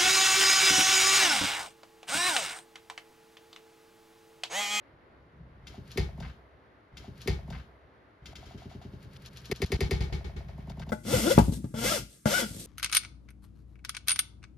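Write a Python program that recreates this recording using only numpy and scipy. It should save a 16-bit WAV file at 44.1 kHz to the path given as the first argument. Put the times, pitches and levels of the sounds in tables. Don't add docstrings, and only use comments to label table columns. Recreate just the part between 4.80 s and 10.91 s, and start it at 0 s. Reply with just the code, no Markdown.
import sys
import numpy as np
from scipy import signal
from scipy.fft import rfft, irfft
from scipy.io import wavfile
from scipy.ndimage import uniform_filter1d

SR = 44100
rng = np.random.default_rng(int(sys.argv[2]) if len(sys.argv) > 2 else 0)


def master_out(mix):
    frames = np.transpose(np.atleast_2d(mix))
    ceiling = np.clip(frames, -1, 1)
    pcm = np.round(ceiling * 32767).astype(np.int16)
    wavfile.write(sys.argv[1], SR, pcm)


N = 269451

TOP_HZ = 16100
LIVE = int(2.2 * SR)
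TIME = np.arange(LIVE) / SR
FREQ = np.maximum(np.arange(LIVE // 2 + 1) * SR / LIVE, 1)
BOTH_SIDES = np.array([[1], [-1]])


def undb(db):
    return 10 ** (np.asarray(db) / 20)


def along(table):
    hz, value = np.transpose(table)
    return np.interp(np.log(FREQ), np.log(hz), value)


def unit(x):
    return x / np.sqrt(np.mean(x ** 2))


def noise(colour):
    spectrum = rfft(rng.standard_normal(LIVE))
    return unit(irfft(spectrum * undb(along(colour)), LIVE))


def add(track, s, sound):
    i = int(s * SR)
    track[i:i + len(sound)] += sound[:len(track) - i]


def ring(modes, swell=0., ratio=-1):
    t = TIME[:SR // 2]
    total = 0
    for k, (hz, db, t60) in enumerate(modes):
        decay = 1000. ** (-t / t60)
        onset = 1 - np.exp(-t * hz / (swell + 1e-9))
        total = total + ratio ** k * undb(db) * np.sin(2 * np.pi * hz * t) * decay * onset
    return total


def air():
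    # pitch_hz, relative level_db (per Hz)
    air_colour = [(25, -15), (55, -1), (110, -3.5), (170, -13.5), (300, -6), (600, -9), (750, -13.5),
                  (2100, -18.5), (2350, -24), (4500, -39), (7500, -87), (8500, -57.5), (11500, -50.5),
                  (13600, -63), (14200, -83)]
    # pitch_hz, side_minus_mid_db
    air_width = [(60, -12), (110, -10.5), (200, -8.5), (380, -11), (700, -2.5), (1290, 1.5), (2380, -5.5),
                 (4400, 2), (8120, 13), (15000, -28)]
    mid_db, waver_db = -60, .8
    side = irfft(rfft(noise(air_colour)) * undb(along(air_width)), LIVE)
    drift = unit(uniform_filter1d(rng.standard_normal(LIVE), size=4000))
    waver = undb(waver_db * drift)
    return undb(mid_db) * waver * (noise(air_colour) + side * BOTH_SIDES)


def boards():
    # time_s, drive level_db
    shake_levels = [(0, -103), (.45, -86.5), (.62, -72.5), (.76, -82), (.86, -77), (1.0, -77),
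                    (1.27, -70.5), (1.46, -67.5), (1.54, -80), (1.65, -94), (2.15, -100)]
    # start_s, peak level_db at the boards, favoured pitch_hz
    landings = [(0.133, -49.5, 100), (0.393, -48, 67.5), (0.555, -53, 140), (0.606, -51, 150),
                (0.754, -49, 66.6), (0.832, -44.5, 70), (0.894, -41.5, 75.6), (.986, -33, 110),
                (1.022, -42.5, 110), (1.186, -20, 109), (1.197, -16.5, 82), (1.223, -24, 122),
                (1.258, -27, 95), (1.3, -39, 90), (1.329, -41.5, 89.5), (1.388, -33, 98),
                (1.413, -30.5, 127), (1.431, -29, 112), (1.465, -32.5, 80.5), (1.495, -47, 111),
                (1.629, -50, 70), (1.747, -51.5, 85)]
    # pitch_hz, level_db (before the mode ratio and nearness), t60_s
    board_modes = [(52, -8, .1), (67, 0, .13), (93, -1, .13), (124, -2, .11), (150, -7, .07),
                   (193, -12, .07)]
    contact_cycles = 0.23
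    shake = undb(np.interp(TIME, *np.transpose(shake_levels))) * rng.standard_normal(LIVE)
    out = signal.fftconvolve(shake, ring(board_modes, swell=0.23, ratio=0.96))[:LIVE]
    for s, db, spot_hz in landings:
        push = np.hanning(int(contact_cycles / spot_hz * SR))
        near = [(hz, g - 15 * np.log2(hz / spot_hz) ** 2, t60) for hz, g, t60 in board_modes]
        boom = signal.fftconvolve(push, ring(near, swell=0.62, ratio=0.73))
        add(out, s, undb(db) * boom / np.abs(boom).max())
    return out


def spells(column, rise_db_s, fall_db_s):
    # start_s, length_s, claw_scrape_db, fur_db
    rubs = [(0.9, 0.055, -63.5, -77.5), (1.078, 0.074, -66, -76), (1.193, 0.041, -55, -75.5),
            (1.407, 0.076, -63, -80)]
    gain = 0
    for row in rubs:
        start, length = row[:2]
        before = np.maximum(start - TIME, 0)
        after = np.maximum(TIME - start - length, 0)
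        gain = gain + undb(row[column] - rise_db_s * before - fall_db_s * after)
    return gain


def claws():
    # start_s, level_db, fade_ms (to 1/e), brightness_db per octave, low-cut pitch_hz
    scratches = [(0.868, -41, 14, -2.5, 2520), (0.948, -58.5, 22, -9.5, 1830), (1.077, -68, 3, 12.5, 1500),
                 (1.102, -46.5, 30, -8, 2630), (1.115, -52, 8.6, 5.5, 2800),
                 (1.1731, -31.5, 7.8, 3.5, 1460), (1.1811, -38, 2.7, -16.5, 1950),
                 (1.193, -41, 23, -5, 2200), (1.377, -65, 3.3, 6, 2400), (1.401, -42.5, 6.3, -1.5, 2700),
                 (1.422, -51.5, 15, -12, 1600), (1.444, -63, 20, -14.5, 1050),
                 (1.494, -56.5, 18, -14.5, 2010)]
    # pitch_hz, relative level_db (per Hz)
    grit_colour = [(900, -5.5), (1500, -2), (2000, -5), (2800, -4), (3900, -6), (4700, -7.5), (6000, -13),
                   (7500, -16), (9000, -18), (11000, -19.5), (13500, -35), (14500, -24), (16000, -58)]
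    # pitch_hz, relative level_db, t60_s
    wall_modes = [(1247, -10, .07), (1743, -10, .05), (1865, -7, .07), (2068, -1, .06), (2224, 0, .07),
                  (2470, -6, .06), (2620, -5, .05), (2741, -4, .05), (3112, -8, .04), (3630, -4, .06),
                  (4190, -7, .06), (4570, -3, .05), (4690, 0, .07), (4830, 0, .08)]
    rise_share = 0.16
    wall_ring_db, wall_tap_db = -15, 24.5
    tap_dull_db = -10.5
    hard_db, hardness = -34, 1.1
    scrape_rest_db, scrape_rise_db_s, scrape_fall_db_s = -83, 350, 237

    out, drive = np.zeros(LIVE), np.zeros(LIVE)
    t_ms = TIME[:SR // 4] * 1000
    grit = unit(uniform_filter1d(rng.standard_normal(LIVE), size=40))
    hiss = noise(grit_colour) * undb(2.5 * grit)
    burst_len = LIVE // 8
    hz = FREQ[:LIVE // 16 + 1] * 8
    tap_tilt = undb(tap_dull_db * np.log2(np.clip(hz / 2200, 1, 8)))
    for s, db, fade_ms, bright_db, low_hz in scratches:
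        rise_ms = rise_share * fade_ms
        fade = np.exp(-np.maximum(t_ms - rise_ms, 0) / fade_ms)
        shape = np.minimum(t_ms / rise_ms, 1) ** 2 * fade
        tilt = undb(bright_db * np.log2(np.clip(hz, 500, 16000) / 3500))
        below = low_hz / hz
        low_cut = 1 / (1 - np.sqrt(2) * 1j * below - below ** 2) ** 2
        grain = shape * hiss[int(s * SR):][:len(t_ms)]
        burst = undb(db) * irfft(rfft(grain, burst_len) * tilt * low_cut)
        gentle_cut = low_cut / np.sqrt(np.abs(low_cut) + 1e-9)
        tap = undb(db + wall_tap_db) * irfft(gentle_cut * tap_tilt)
        add(out, s, burst)
        add(drive, s, undb(hardness * (db - hard_db)) * (undb(wall_ring_db) * burst + tap))
    wall = ring(wall_modes)
    wall_sound = signal.fftconvolve(drive, wall / np.linalg.norm(wall))[:LIVE]
    scrape = undb(scrape_rest_db) + spells(2, scrape_rise_db_s, scrape_fall_db_s)
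    return out + scrape * hiss + wall_sound


def pats():
    # start_s, peak level_db at the stool, favoured pitch_hz
    paw_pats = [(.868, -48.5, 1540), (.903, -47.5, 322), (.941, -45, 765), (.980, -37.5, 295),
                (1.159, -33, 305), (1.177, -24.5, 414), (1.178, -35.5, 680), (1.183, -27.5, 355),
                (1.187, -28.5, 250), (1.203, -37.5, 855), (1.291, -40.5, 710), (1.379, -44.5, 790),
                (1.387, -39, 297), (1.405, -38, 760), (1.589, -49.5, 514)]
    # pitch_hz, relative level_db (before nearness and scatter), t60_s (before the paw damps it)
    hollow_modes = [(250, 0, .06), (325, -2, .045), (365, 0, .05), (415, 1, .05), (500, -7, .035),
                    (655, 1, .045), (720, 0, .04), (810, -2, .035), (980, -7, .03), (1450, -5, .04)]
    paw_damp = 2.15
    out = np.zeros(LIVE)
    for s, db, spot_hz in paw_pats:
        struck = []
        for hz, g, t60 in hollow_modes:
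            far_db = 45 * np.log2(hz / spot_hz) ** 2
            scatter_db = 1.5 * rng.standard_normal()
            struck.append((hz, g - far_db + scatter_db, t60 / paw_damp))
        knock = ring(struck, swell=0.033)
        add(out, s, undb(db) * knock / np.abs(knock).max())
    return out


def fur():
    # pitch_hz, relative level_db (per Hz)
    fur_colour = [(2500, -19), (4500, 1), (7000, -8), (9000, 5), (11500, -3), (13700, -1), (14300, -14),
                  (16000, -37)]
    return spells(3, rise_db_s=298, fall_db_s=83) * noise(fur_colour)


def room(x):
    # lower band pitch_hz, t60_s
    room_decay = [(100, 0.068), (500, 0.27), (2000, 0.3), (6000, 0.22), (14000, 0.033)]
    room_db, build_s = -7.5, 0.0025
    t, tail = TIME[:SR // 2], 0
    next_hz = [row[0] for row in room_decay[1:]] + [TOP_HZ]
    for (hz, t60), top in zip(room_decay, next_hz):
        upper = top * .5 if top < TOP_HZ else top
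        band = signal.butter(2, [hz * .5, upper], "band", fs=SR, output="sos")
        mid, side = signal.sosfilt(band, rng.standard_normal((2, len(t)))) * 1000. ** (-t / t60)
        width = np.interp(np.log(hz), np.log([100, 2000, 14000]), [.7, .95, .6])
        tail = tail + mid + width * side * BOTH_SIDES
    tail = tail * (1 - np.exp(-t / build_s))
    tail = tail / np.linalg.norm(tail[0])
    return undb(room_db) * signal.fftconvolve(x[None], tail, axes=1)[:, :LIVE]


def ports(x):
    # pitch_hz, left_minus_right_db
    port_level = [(60, 1), (200, 1.5), (1290, 1.5), (2380, 4), (4400, 8), (7500, .5), (15000, 0)]
    # pitch_hz, left_lead_radians
    port_lead = [(100, 0), (950, .3), (1380, -.9), (2150, .7), (4220, .9), (5250, .1), (5680, -1.1),
                 (7060, -1.5), (7670, -3), (9560, -3.4), (10900, -5), (13400, -7.2), (15900, -9.4)]
    half = undb(along(port_level) / 2) * np.exp(.5j * along(port_lead))
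    return irfft(rfft(x) * np.array([half, 1 / half]), LIVE)


def replay(live):
    slip_ms = [0, 2.14, -12.3, 2.74, 1.25, 6.48, -9.09, .64, -6.79, 8.91, -2.13, 7.27, 12.54, 4.43, 12.55,
               -8.71, 6.04, -2.48, 12.56, 2.68, .47, 3.63, 3.93]
    again_s, again_back_s = 2.118, 1.30054
    slow_s, slow_back_s = 3.4185, 2.58796
    slow_speed, piece_s, fade_s = .2, .11918, .0045
    t, out = np.arange(N), np.zeros((2, N))
    out[:, :LIVE] = live
    even = np.arange(len(slip_ms)) * piece_s
    backs = slow_back_s + (1 - slow_speed) * even + np.array(slip_ms) / 1000
    for s, back in zip([again_s, *(slow_s + even)], [again_back_s, *backs]):
        share = np.clip((t / SR - s) / fade_s + .5, 0, 1)
        earlier = live[:, np.clip(t - round(back * SR), 0, LIVE - 1)]
        out = (1 - share) * out + share * earlier
    return out


def scene():
    dry = boards() + claws() + pats() + fur()
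    live = ports(dry + room(dry)) + air()
    return replay(live)


def record(dry):
    bass_cut_hz, ceiling = 57.6, 0.18
    thin = signal.sosfilt(signal.butter(2, bass_cut_hz, "high", fs=SR, output="sos"), dry)
    soft = ceiling * np.tanh(thin / ceiling)
    return signal.sosfilt(signal.ellip(10, .2, 90, TOP_HZ, fs=SR, output="sos"), soft)


dry = scene()
out = record(dry)
master_out(out)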